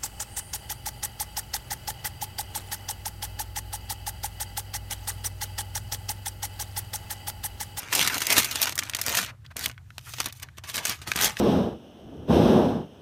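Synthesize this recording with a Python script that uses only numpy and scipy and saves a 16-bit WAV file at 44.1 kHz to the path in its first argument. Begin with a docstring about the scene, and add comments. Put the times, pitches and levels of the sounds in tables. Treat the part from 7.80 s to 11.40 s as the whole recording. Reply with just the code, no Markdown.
"""A crackle of tissue paper comes first, close by: a hand crumples one sheet aside in a shoebox,
then slides and folds back another. Creases release their elastic energy in single snaps, over a bed
of tiny buckles and the friction hiss of paper on paper. Small panels pop through with a hollow tick,
and the paper scuffs the cardboard. Box and room answer briefly; a low room rumble lies underneath."""
import sys
import numpy as np
from scipy import signal
from scipy.fft import rfft, irfft, next_fast_len
from scipy.io import wavfile
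from scipy.ndimage import uniform_filter1d

SR = 44100
rng = np.random.default_rng(int(sys.argv[2]) if len(sys.argv) > 2 else 0)


def dump(signal):
    """Clip the signal to [-1, 1] and save it as 16-bit WAV at the path in sys.argv[1]."""
    limited = np.clip(np.atleast_2d(signal).T, -1, 1)
    pcm = np.round(limited * 32767).astype(np.int16)
    wavfile.write(sys.argv[1], SR, pcm)


N = 158760

# spectral shape of the room's background: frequency_hz, gain_db
ROOM_SPECTRUM = [(20, -44.5), (50, -8), (80, 4), (92, 3), (120, 4.5), (145, -4.5), (170, -16), (500, -36.5),
                 (2000, -38.5), (15000, -49.5)]
# spectral shape of the wall reflections: frequency_hz, gain_db
WALL_SPECTRUM = [(600, -1.5), (1900, 2.5), (4000, -12.5), (12000, -4)]
# spectral shape of the paper in the box: frequency_hz, gain_db
PAPER_SPECTRUM = [(30, -27.5), (140, -7), (260, -2.5), (370, -5.5), (480, -6.5), (800, -3.5), (1700, 0),
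                  (3400, -0.5), (4900, -3.5), (6300, -2), (7700, -7), (9200, -6), (10400, -10.5),
                  (11800, -8), (15000, -11.5)]
# the hand's effort as it crumples the first sheet: time_s, level_db
CRUMPLE_EFFORT = [(0.0, -40.5), (0.09, -47.5), (0.12, -33), (0.18, -24.5), (0.25, -26.5), (0.29, -32.5),
                  (0.36, -28.5), (0.395, -39.5), (0.495, -32), (0.518, -19), (0.548, -27.5), (0.584, -19.5),
                  (0.604, -26.5), (0.66, -36), (0.74, -37.5), (0.81, -32.5), (0.833, -28.5), (0.861, -35),
                  (0.91, -37.5), (0.945, -57.5), (1.005, -46), (1.06, -43), (1.12, -53), (1.23, -43.5),
                  (1.285, -27.5), (1.325, -31.5), (1.361, -31), (1.387, -21.5), (1.411, -31), (1.469, -41),
                  (1.499, -56), (1.55, -81.5)]
# the hand's effort as it slides and folds the second: time_s, level_db, tilt_db_per_octave
FOLD_EFFORT = [(1.76, -49.5, -8), (1.77, -43, -1.8175), (1.85, -31, 2), (1.877, -44, -4), (1.94, -82, 3),
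               (2.22, -58.5, 2), (2.289, -45, 4.5), (2.358, -47, 2), (2.408, -36, -0.5), (2.435, -47.5, 2),
               (2.466, -39, -4.5), (2.515, -69.5, -5.5), (2.57, -50.5, 6), (2.613, -64, -2.5),
               (2.63, -32.5, 1.9573), (2.652, -64, -7), (2.762, -72.5, 2), (2.783, -41, -2.5),
               (2.815, -82, -4.5), (2.899, -31, 2.5), (2.925, -50, -0.5), (2.956, -29.5, 2.5),
               (3.021, -45, -4), (3.065, -33, 1.6446), (3.113, -30.5, -1.4811), (3.181, -53, 0),
               (3.257, -62.5, -5.5), (3.276, -31, -1.9829), (3.341, -49, 1), (3.358, -36.5, -2.5),
               (3.459, -18, 2.2055), (3.486, -31.5, -2), (3.554, -51, -2.5), (3.6, -34, 1.19)]
# paper brushing the cardboard: start_s, level_db, length_ms, resonance_hz
CARDBOARD_SCUFFS = [(1.465, -34, 57.59, 1911), (1.641, -49, 22.495, 1950), (1.7, -43.5, 30.32, 1310),
                    (2.245, -38.5, 76.36, 1360), (2.483, -40.5, 30.75, 3000)]
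# small panels of paper popping through: start_s, level_db, resonance_hz
PANEL_POPS = [(0.2986, -26, 1800), (0.9892, -22.5, 6426), (1.0253, -31, 1625), (1.1354, -28.5, 2520),
              (1.6626, -46.5, 3270), (1.859, -23.5, 2616), (1.9787, -44, 1792), (2.104, -44.5, 1577),
              (2.687, -45.5, 1684), (3.317, -21, 1676), (3.5694, -29.5, 2443)]
# creases letting go: start_s, relative_level_db, length_ms, tilt_db_per_octave
CREASE_SNAPS = [(0.1261, -19, 11.81, 0.5), (0.1501, -16, 4.777, 6.5), (0.2252, -23, 4.664, 1),
                (0.2741, -18, 4.083, 2.0876), (0.3432, -26.5, 4.3, 3), (0.38, -26, 3.584, 5.5),
                (0.4039, -29, 4.9, 1), (0.4173, -22, 6.956, 1), (0.468, -20.5, 1.75, 4.5),
                (0.5017, -19, 5.93, 1.5), (0.5243, -15, 5.287, 6), (0.5653, -17, 13.21, 1),
                (0.579, -12, 13.305, 5.2), (0.644, -21.5, 7.524, 3.5), (0.7109, -26.5, 5.185, 3),
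                (0.756, -23.5, 3.14, 0.5), (0.8165, -18, 2.644, 6), (0.827, -16.5, 5.815, 4),
                (0.8709, -24.5, 6.77, -1.5), (0.8944, -29, 0.881, 0), (0.923, -32.5, 3.764, 0),
                (0.9548, -28.5, 1.248, 8.5), (0.9784, -26.5, 1.278, 1.5), (0.9898, -22.5, 2.853, 1.1054),
                (1.0341, -33, 2.13, 2), (1.0964, -29, 1.866, 2.5), (1.1481, -23.5, 2.057, 0.5),
                (1.167, -31, 1.932, 4.2781), (1.187, -30, 9.84, -2), (1.214, -21, 2.678, 5.5),
                (1.2635, -23.5, 1.825, 4.5), (1.2944, -25.5, 0.584, 8.5), (1.35, -21.5, 5.16, 3.5),
                (1.37, -18, 8.9, 1.5), (1.4278, -29.5, 5.17, -1.5), (1.7664, -29.5, 2.317, 2.5),
                (1.7927, -31.5, 1.447, 5.5), (1.859, -22, 1.452, 5.5), (1.897, -38, 2.806, -3),
                (1.9131, -44.5, 2.305, -2), (2.1809, -34.5, 1.501, 0.1823), (2.3363, -34.5, 3.978, -1.0055),
                (2.384, -35.5, 3.34, -2.5), (2.4018, -22.5, 1.426, -1), (2.4069, -29, 1.731, -1.5),
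                (2.442, -37.5, 4, -0.5), (2.458, -25.5, 3.677, 3.5), (2.525, -39, 2.413, 4.5),
                (2.598, -46.5, 2.2, 0.5), (2.837, -37.5, 13.58, -2), (2.942, -29.5, 7.36, 0.9424),
                (2.9781, -25.5, 9.176, -1), (3.0522, -21.5, 3.48, 1.5), (3.0952, -24, 2.336, 3),
                (3.2158, -38.5, 12.635, -1), (3.3171, -25.5, 0.772, -2), (3.3621, -22.5, 1.284, 8.5),
                (3.4127, -20, 0.4403, 4), (3.4355, -23, 0.882, -0.5)]

TILT_PIVOT_HZ, RESONANCE_OCTAVES = 4760, 1.15
ROOM_DB, HANDLING_DB, HANDLING_HZ = -48, -70.5, 1086.4
BOX_DB, BOX_T60_S = -12.5, 0.034735
WALLS_DB, WALLS_T60_S = -23, 0.2784
BUCKLES_PER_S, BUCKLE_ONSET_DB = 450, -57.5  # well below this effort the paper only slides
BUCKLE_CEILING = 4.7  # largest buckle, in standard deviations of level
SCUFF_PEAK_DB, POP_PEAK_DB, POP_T60_S = 14, 26, 0.01733
CRINKLE_DB, CRINKLE_SPAN_S = -16, 0.033
FLAP_PEAK_DB, FLAP_HZ, FLAP_CUT_HZ = 3, 3001, 200  # a small flap radiates little below the cut
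SNAP_TRIM_DB, SNAP_FALL_DB, SNAP_RISE_S = 2, 7.5, 0.00052  # the fall is per snap length
SATURATION, TOP_HZ = 0.6, 15300


def amp(db):
    return 10 ** (np.asarray(db) / 20)


def unit_rms(x):
    return x / np.sqrt(np.mean(x ** 2) + 1e-20)


def along(spectrum, hz):
    """Gain in dB, interpolated on a logarithmic frequency axis."""
    points_hz, gain_db = np.transpose(spectrum)
    return np.interp(np.log(hz + 1), np.log(points_hz + 1), gain_db)


def octaves(hz):
    """Interval from the pivot of a spectral tilt; the bass counts as one band."""
    return np.log2(np.maximum(hz, 900) / TILT_PIVOT_HZ)


def resonance(hz, centre_hz, width_octaves=RESONANCE_OCTAVES):
    """A resonance curve of height 1, symmetric in log frequency."""
    return 1 / (1 + (np.log2((hz + 1) / centre_hz) / width_octaves) ** 2)


def coloured(x, gain_db, size=2 ** 18):
    """Minimum-phase filtering: folding the cepstrum gives a causal filter with gain_db(hz)."""
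    cepstrum = irfft(np.log(amp(gain_db(np.fft.rfftfreq(size, 1 / SR)))))
    cepstrum[1:size // 2] *= 2
    cepstrum[size // 2 + 1:] = 0
    return irfft(rfft(x, size) * np.exp(rfft(cepstrum)), size)[:len(x)]


def noise(gain_db):
    """Gaussian noise of rms 1 with the spectral shape gain_db(hz)."""
    return unit_rms(coloured(rng.standard_normal(N), gain_db))


def flexing(x, tilt_at, patchy_db):
    """Bending alters a sheet's response: the spectrum tilts and resonances come and go."""
    hz, t, spectra = signal.stft(x, SR, nperseg=512)
    patches = uniform_filter1d(rng.standard_normal(spectra.shape), size=5, axis=0)
    patches = unit_rms(uniform_filter1d(patches, size=7, axis=1))
    gain = amp(patchy_db * patches + octaves(hz)[:, None] * tilt_at(t))
    return signal.istft(spectra * gain, SR, nperseg=512)[1][:N]


def add(out, start_s, db, tick):
    """Superpose a transient carrying the energy of 5 ms at level db."""
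    tick = tick * amp(db) * np.sqrt(SR / 200) / np.linalg.norm(tick)
    part = out[round(start_s * SR):][:len(tick)]
    part += tick[:len(part)]


def room_rumble():
    """Ambient noise: stationary, with its energy concentrated in the bass."""
    return amp(ROOM_DB) * noise(lambda hz: along(ROOM_SPECTRUM, hz))


def box_handling():
    """Frictional excitation: shifting fingers faintly stir the cardboard's resonances."""
    rub = noise(lambda hz: 30 * resonance(hz, HANDLING_HZ, width_octaves=2.2))
    return amp(HANDLING_DB) * unit_rms(flexing(rub, lambda t: -2, patchy_db=5.5))


def reflected(x, t60_s, delay_s, count=12):
    """Echo paths change as the paper moves: convolution with a succession of decaying responses."""
    t = np.arange(int(t60_s * SR) + 8) / SR
    position = np.linspace(0, count - 1, N)
    out = np.zeros(N)
    for k in range(count):
        tail = rng.standard_normal(len(t)) * np.exp(-np.log(1000) * t / t60_s)
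        response = np.pad(tail / np.linalg.norm(tail), (round(delay_s * SR), 0))
        crossfade = np.maximum(1 - abs(position - k), 0)
        out += signal.oaconvolve(x * crossfade, response)[:N]
    return out


def echoes(x):
    """Reverberation: quick reflections inside the box, then a faint tail from the walls."""
    box = coloured(reflected(x, BOX_T60_S, delay_s=0.0013948), lambda hz: -1.2 * octaves(hz))
    walls = coloured(reflected(x, WALLS_T60_S, delay_s=0.0092), lambda hz: along(WALL_SPECTRUM, hz))
    return amp(BOX_DB) * box + amp(WALLS_DB) * walls


def waft(db, centre_hz):
    """Air displacement: the whole moving sheet radiates a low flutter."""
    return amp(db) * noise(lambda hz: -15 * np.log10(1 + np.log2((hz + 1) / centre_hz) ** 4))


def buckles(spread_db, decay_s):
    """Buckling as a Poisson process: tiny crackles of log-normal size, together of rms 1."""
    sizes = amp(spread_db * np.minimum(rng.standard_normal(N), BUCKLE_CEILING))
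    onsets = rng.random(N) < BUCKLES_PER_S / SR
    power = signal.lfilter([1], [1, -np.exp(-2 / (decay_s * SR))], (sizes * onsets) ** 2)
    crackle = np.sqrt(power) * rng.standard_normal(N)
    return unit_rms(coloured(crackle, lambda hz: along(PAPER_SPECTRUM, hz) + 0.5 * octaves(hz)))


def rustle(effort, crackle_db, hiss_db, hiss_tilt, spread_db, decay_s):
    """Sliding friction hisses; buckling joins in once the hand presses hard enough."""
    hiss = noise(lambda hz: along(PAPER_SPECTRUM, hz) + hiss_tilt * octaves(hz))
    buckling = effort / (effort + amp(BUCKLE_ONSET_DB))
    return effort * (amp(crackle_db) * buckling * buckles(spread_db, decay_s) + amp(hiss_db) * hiss)


def stroke(time_s, level_db):
    """Amplitude envelope of one hand movement, silent outside its span."""
    return amp(np.interp(np.arange(N) / SR, time_s, level_db, left=-120, right=-120))


def crumpling():
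    """Buckling dominates the first sheet's rustle, which dulls as the hand eases off."""
    time_s, level_db = np.transpose(CRUMPLE_EFFORT)
    effort = stroke(time_s, level_db)
    tilt_at = lambda t: np.minimum(0.3456 * (np.interp(t, time_s, level_db) + 39.0), 0)
    sheet = rustle(effort, crackle_db=-1.5, hiss_db=-4, hiss_tilt=-1.5023,
                   spread_db=5.0, decay_s=0.0004665)
    return flexing(sheet + effort * waft(db=-28.5, centre_hz=326.09), tilt_at, patchy_db=3.0)


def folding():
    """Friction has a larger share in the second sheet, which slides more and crackles less."""
    time_s, level_db, tilt = np.transpose(FOLD_EFFORT)
    effort = stroke(time_s, level_db)
    tilt_at = lambda t: np.interp(t, time_s, tilt)
    sheet = rustle(effort, crackle_db=-2, hiss_db=-2.5, hiss_tilt=-0.5, spread_db=6.5, decay_s=0.0005)
    return flexing(sheet + effort * waft(db=-18.5, centre_hz=106.6), tilt_at, patchy_db=2.4242)


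def scuffs():
    """Friction against the cardboard: a soft swell of noise through one broad resonance."""
    out = np.zeros(N)
    for start_s, db, length_ms, ring_hz in CARDBOARD_SCUFFS:
        swell = np.hanning(round(length_ms * SR / 1000))
        colour = lambda hz: (along(PAPER_SPECTRUM, hz) + SCUFF_PEAK_DB * resonance(hz, ring_hz)
                             - 2 * octaves(hz))
        add(out, start_s, db, coloured(swell * rng.standard_normal(len(swell)), colour, size=8192))
    return out


def pops():
    """Snap-through instability: a panel flips over and rings briefly in one broad resonance."""
    out, t = np.zeros(N), np.arange(2048) / SR
    for start_s, db, ring_hz in PANEL_POPS:
        burst = rng.standard_normal(len(t)) * np.exp(-np.log(1000) * t / POP_T60_S)
        colour = lambda hz: along(PAPER_SPECTRUM, hz) + POP_PEAK_DB * resonance(hz, ring_hz)
        add(out, start_s, db, coloured(burst, colour, size=4096))
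    return out


def crinkles(t, count=4):
    """A small avalanche: the envelope of tiny creases that give way just after a snap."""
    since_s = t - CRINKLE_SPAN_S * rng.random((count, 1))
    return amp(CRINKLE_DB) * np.exp(-abs(since_s) / SNAP_RISE_S).sum(axis=0)


def snaps():
    """Elastic release: each crease lets go, rings the flap beside it and sets off its neighbours."""
    out, t = np.zeros(N), np.arange(2048) / SR
    radiation_db = lambda hz: -10 * np.log10(1 + (FLAP_CUT_HZ / (hz + 1)) ** 2)
    for start_s, db, length_ms, tilt in CREASE_SNAPS:
        release = amp(-SNAP_FALL_DB * t * 1000 / length_ms) * (1 - np.exp(-t / SNAP_RISE_S))
        burst = rng.standard_normal(len(t)) * (release / release.max() + crinkles(t))
        flap_hz = FLAP_HZ * 2 ** rng.standard_normal()
        flap_db = lambda hz: FLAP_PEAK_DB * resonance(hz, flap_hz, width_octaves=1.0)
        colour = lambda hz: along(PAPER_SPECTRUM, hz) + tilt * octaves(hz) + flap_db(hz) + radiation_db(hz)
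        add(out, start_s, db + SNAP_TRIM_DB, coloured(burst, colour, size=4096))
    return out


def scene():
    """Superposition of the paper, its echoes, the held box and the room's rumble, in one channel."""
    paper = snaps() + pops() + scuffs() + crumpling() + folding()
    rumble = room_rumble()
    return (paper + echoes(paper) + box_handling() + rumble)[None]


def record(dry):
    """Soft saturation rounds the tallest peaks; a steep low-pass filter limits the bandwidth."""
    size = next_fast_len(N + SR)
    rounded = dry / (1 + (dry / SATURATION) ** 4) ** (1 / 4)
    low_pass = 1 / np.sqrt(1 + (np.fft.rfftfreq(size, 1 / SR) / TOP_HZ) ** 200)
    return irfft(rfft(rounded, size) * low_pass, size)[:, :N]


dry = scene()
out = record(dry)
dump(out)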